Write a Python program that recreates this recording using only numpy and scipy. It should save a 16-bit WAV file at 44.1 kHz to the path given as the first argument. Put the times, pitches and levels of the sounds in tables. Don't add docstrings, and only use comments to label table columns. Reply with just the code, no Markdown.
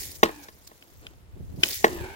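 import sys
import numpy as np
from scipy import signal
from scipy.fft import rfft, irfft
from scipy.io import wavfile
from scipy.ndimage import uniform_filter1d

SR = 44100
rng = np.random.default_rng(int(sys.argv[2]) if len(sys.argv) > 2 else 0)


def transcribe(u):
    v = np.clip(np.atleast_2d(u).T, -1, 1)
    q = np.round(v * 32767).astype(np.int16)
    wavfile.write(sys.argv[1], SR, q)


N = 94815
TIME = np.arange(N) / SR
FREQS = np.arange(N + 1) * SR / (2 * N)


def from_db(db):
    return 10 ** (np.asarray(db) / 20)

def unit_power(x):
    return x / np.sqrt(np.mean(x ** 2) + 1e-20)

def in_time(rows):
    times, *columns = np.transpose(rows)
    return [np.interp(TIME, times, column) for column in columns]

def stroke(curve):
    hz, db = in_time(curve)
    moving = 1.0 * (TIME > curve[0][0]) * (TIME < curve[-1][0])
    return hz, from_db(db) * uniform_filter1d(moving, size=600)

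def colour(x, spectrum):
    hz, db = np.transpose(spectrum)
    gain = from_db(np.interp(np.log(np.maximum(FREQS, 1)), np.log(hz), db))
    return unit_power(irfft(rfft(x, 2 * N) * gain)[..., :N])

def noise(spectrum, channels=1):
    return colour(rng.standard_normal((channels, N)), spectrum)

def drift(rate_hz):
    return unit_power(irfft(rfft(rng.standard_normal(2 * N)) / (1 + (FREQS / rate_hz) ** 2))[:N])

def grains(channels=1, hits_per_s=3000, spread_db=4.2, hit_share=.6):
    shape = (channels, N)
    sizes = from_db(spread_db * np.minimum(rng.exponential(1, shape), 5)) * rng.choice([-1, 1], shape)
    hits = unit_power(sizes * (rng.random(shape) < hits_per_s / SR))
    return np.sqrt(hit_share) * hits + np.sqrt(1 - hit_share) * rng.standard_normal(shape)

def burst(start, t60_s):
    fade = from_db(-60 * np.clip(TIME - start, 0, 2 * t60_s) / t60_s)
    return (TIME >= start) * fade * (TIME < start + 2 * t60_s)

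def swells(rows):
    return sum(from_db(db) * np.exp(-.5 * ((TIME - t) / width) ** 2) for t, db, width in rows)

def click(t):
    return np.maximum(0, 1 - np.abs(TIME - t) * SR)

def ring(force, notes, t60_s):
    out = 0
    for k, (hz, db) in enumerate(notes):
        fade_s = t60_s * (hz / 1000) ** -0.38
        decay, angle = from_db(-60 / (fade_s * SR)), 2 * np.pi * hz / SR
        note = signal.lfilter([0, np.sin(angle)], [1, -2 * decay * np.cos(angle), decay ** 2], force + 1e-18)
        out = out + (-1) ** k * from_db(db) * note
    return out

def thin(x, below_hz):
    return signal.sosfilt(signal.butter(2, below_hz, "high", fs=SR, output="sos"), x)

def from_left(x, lag_s):
    x = np.ravel(x)
    return np.array([x, np.interp(TIME - lag_s, TIME, x)])

def patchy(x, depth_db, rate_hz):
    spectrum = rfft(x, 2 * N)
    band_number = 3 * np.log2(np.maximum(FREQS / 2500, 1))
    low, *treble = (irfft(spectrum * np.maximum(0, 1 - np.abs(band_number - k)))[..., :N]
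                    for k in range(10))
    return unit_power(low + sum(band * from_db(depth_db * drift(rate_hz)) for band in treble))


# t/s, level/dB
SOIL_FLOW = [(0, -32), (.13, -43), (.2, -51), (.27, -50), (.54, -58), (1.0, -59), (1.27, -71), (1.55, -62),
             (1.625, -46.5), (1.64, -32), (1.755, -29.5), (1.82, -38), (2.15, -61)]
# f/Hz, level/dB
SOIL_TONE = [(1050, -30), (1900, -2), (2700, -8), (3600, -3.5), (6900, 0), (8200, -5), (12000, -2)]
def soil():
    flow = from_db(in_time(SOIL_FLOW)[0] + .7 * drift(80))
    hiss = colour(grains(channels=2), SOIL_TONE)
    return flow * patchy(hiss, depth_db=2.8, rate_hz=40)


# t/s, level/dB
BREEZE = [(.09, -46.5), (.4, -59), (.86, -65), (.99, -51.5), (1.27, -51.5), (1.42, -39), (1.73, -53.5),
          (2.04, -37), (2.15, -54)]
# f/Hz, level/dB
BREEZE_TONE = [(20, -15), (75, 3), (200, -18), (1000, -56.5)]
# t/s, level/dB, half-length/s
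GUSTS = [(1.376, -44, 0.008), (1.426, -44, 0.019), (1.543, -40, 0.023), (1.591, -35.5, 0.012)]
# f/Hz, level/dB
GUST_TONE = [(40, -1.5), (140, 7.5), (350, 0.5), (4000, -60)]
def wind():
    rumble = from_db(in_time(BREEZE)[0] + 2.4 * drift(28)) * noise(BREEZE_TONE, channels=2)
    thumps = swells(GUSTS) * from_db(4.05 * drift(59)) * noise(GUST_TONE, channels=2)
    return rumble + thumps


DRAG_LAG_S, DRAG_FLUTTER_DB, DRAG_FLUTTER_HZ = 0.00026, 1.8, 60
# t/s, level/dB
DRAG_PRESSURE = [(0, -51.5), (.225, -60.5), (.25, -28.5), (.33, -56), (.54, -61.5), (1.0, -62.5),
                 (1.05, -51), (1.15, -66), (1.58, -63.5), (1.66, -38), (1.77, -67.5), (1.86, -37.5),
                 (2.15, -51.5)]
# f/Hz, level/dB
SCRAPE_TONE = [(100, -5.5), (350, 1.5), (620, -5), (16000, -31)]
def scrape():
    pressure = from_db(in_time(DRAG_PRESSURE)[0] + DRAG_FLUTTER_DB * drift(DRAG_FLUTTER_HZ))
    return from_left(pressure * colour(grains(), SCRAPE_TONE), DRAG_LAG_S)


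# f/Hz, level/dB
AIR_TONE = [(30, 4), (450, 1.5), (2500, -7), (16000, -27.5)]
def distant_air():
    return from_db(-63.5) * noise(AIR_TONE, channels=2)


# t/s, level/dB, half-length/s
CRUMB_TICKS = [(0.158, -40.5, 0.0057), (0.439, -45, 0.0087), (0.676, -40, 0.0033), (1.933, -40.5, 0.0026)]
# f/Hz, level/dB
CRUMB_TONE = [(300, -34), (1200, -13), (6000, 6), (9000, -5), (14000, 2)]
def crumbs():
    return swells(CRUMB_TICKS) * noise(CRUMB_TONE, channels=2)


# t/s, level/dB, dull above f/Hz, missing f/Hz, grit level/dB
KNOCKS = [(0.23, 1.5, 2000, 1660, -25), (0.2327, -19, 4000, 1704, -18.5), (0.257, -15.5, 1400, 1560, -36),
          (0.2907, -23.5, 1790, 1490, -55), (0.4843, -34, 4000, 690, -46), (.714, -36.5, 1600, 1530, -75),
          (1.8425, 1, 2300, 1284, -28), (1.8451, -11.5, 3400, 1240, -23), (1.866, -11.5, 990, 1180, -56),
          (1.8797, -27, 1790, 1170, -40.5)]
# f/Hz, level/dB
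BODY_NOTES = [(235, -16.5), (335, -14.5), (450, -11), (610, -7.5), (825, -14.5), (990, -10), (1090, -8),
              (1740, -2), (1925, -5), (2135, -9.5), (2770, -13), (3720, -10)]
# f/Hz, level/dB
CRUNCH_TONE = [(150, -24.5), (430, 5.5), (1200, 6), (3800, 2.5), (9500, -14.5), (16000, -10.5)]
def knocks():
    force, crunch = 0, 0
    for t, db, dull_hz, missing_hz, grit_db in KNOCKS:
        soft = np.exp(-2 * np.pi * dull_hz / SR)
        push = signal.lfilter([(1 - soft) ** 2], [1, -2 * soft, soft ** 2], click(t) + 1e-18)
        force = force + from_db(db) * signal.lfilter(*signal.iirnotch(missing_hz, 3.5, fs=SR), push)
        snap = from_db(0.5) * burst(t, t60_s=0.027)
        crunch = crunch + from_db(grit_db) * (snap + burst(t, t60_s=0.044))
    body = ring(force, BODY_NOTES, t60_s=0.038)
    slap = ring(force, [(677, 1)], t60_s=0.0064)
    return from_left(thin(body + slap, below_hz=210) + crunch * noise(CRUNCH_TONE), lag_s=0.0003376)


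def yard_echo(x):
    tail = noise([(1000, 0.5), (16000, -8.5)], channels=2) * burst(.012, t60_s=0.24)
    tail = tail / np.sqrt(np.sum(tail ** 2) / 2)
    return from_db(-25.5) * signal.fftconvolve(x, tail, axes=1)[:, :N]


# t/s, top note f/Hz, level/dB
RASPS = [
    [(.27, 2440, -48.5), (.39, 2350, -53.5), (.48, 2150, -57)],
    [(1.9, 2930, -48.5), (2.05, 2185, -44.5), (2.15, 2210, -47.5)],
]
# ratio to the top note, level/dB
EDGE_NOTES = [(0.386, -2), (0.699, -3.5), (1, -7.5)]
def rasp(note_width_hz=150):
    out, decay = 0, np.exp(-np.pi * note_width_hz / SR)
    for curve in RASPS:
        hz, gain = stroke(curve)
        grit = grains(channels=2)
        for ratio, db in EDGE_NOTES:
            spin = np.exp(2j * np.pi * np.cumsum(ratio * hz) / SR)
            note = (spin * signal.lfilter([1], [1, -decay], grit / spin)).real
            out = out + gain * from_db(db) * unit_power(note)
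    return out * from_db(DRAG_FLUTTER_DB * drift(DRAG_FLUTTER_HZ))


# t/s, f/Hz, level/dB
GROANS = [
    [(.30, 303.3, -52), (.39, 294.4, -47.5), (.46, 268, -63)],
    [(1.89, 365, -40.5), (1.93, 355, -31.5), (1.985, 327, -43.5), (2.04, 364, -35.5), (2.14, 401.5, -54.5)],
]
def groan(waver=.012, roughness=.28):
    out = 0
    for curve in GROANS:
        hz, gain = stroke(curve)
        phase = 2 * np.pi * np.cumsum(hz * (1 + waver * drift(50))) / SR
        rough = drift(70) * np.sin(phase) + drift(70) * np.cos(phase)
        out = out + gain * (np.sin(phase) + roughness * rough)
    return from_left(out, DRAG_LAG_S)


# t/s, level/dB
CLACKS = [(.8245, -36), (1.067, -26), (1.631, -27), (1.634, -1), (1.636, -4.5)]
# f/Hz, level/dB
BLADE_NOTES = [(320, -19), (1480, -18), (2600, -5), (3070, -6), (3600, -15), (4850, -12.5), (5800, -35)]
# f/Hz, level/dB
BLADE_GRIT_TONE = [(80, -17), (3500, 8.5), (16000, -13.5)]
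def clacks():
    force = sum(from_db(db) * click(t) for t, db in CLACKS)
    blade = thin(ring(force, BLADE_NOTES, t60_s=0.024), below_hz=230)
    crunch = sum(from_db(db) * burst(t, t60_s=0.02) for t, db in CLACKS)
    return from_left(blade + from_db(-13) * crunch * noise(BLADE_GRIT_TONE), lag_s=0.0005546)


def scene():
    blows = knocks() + clacks()
    work = blows + yard_echo(blows) + crumbs() + soil() + scrape() + groan() + rasp()
    return work + wind() + distant_air()

def record(dry, cutoff_hz=15900):
    treble_cut = signal.ellip(10, .1, 80, cutoff_hz, fs=SR, output="sos")
    return signal.sosfilt(treble_cut, np.clip(dry, -1, 1))


dry = scene()
out = record(dry)
transcribe(out)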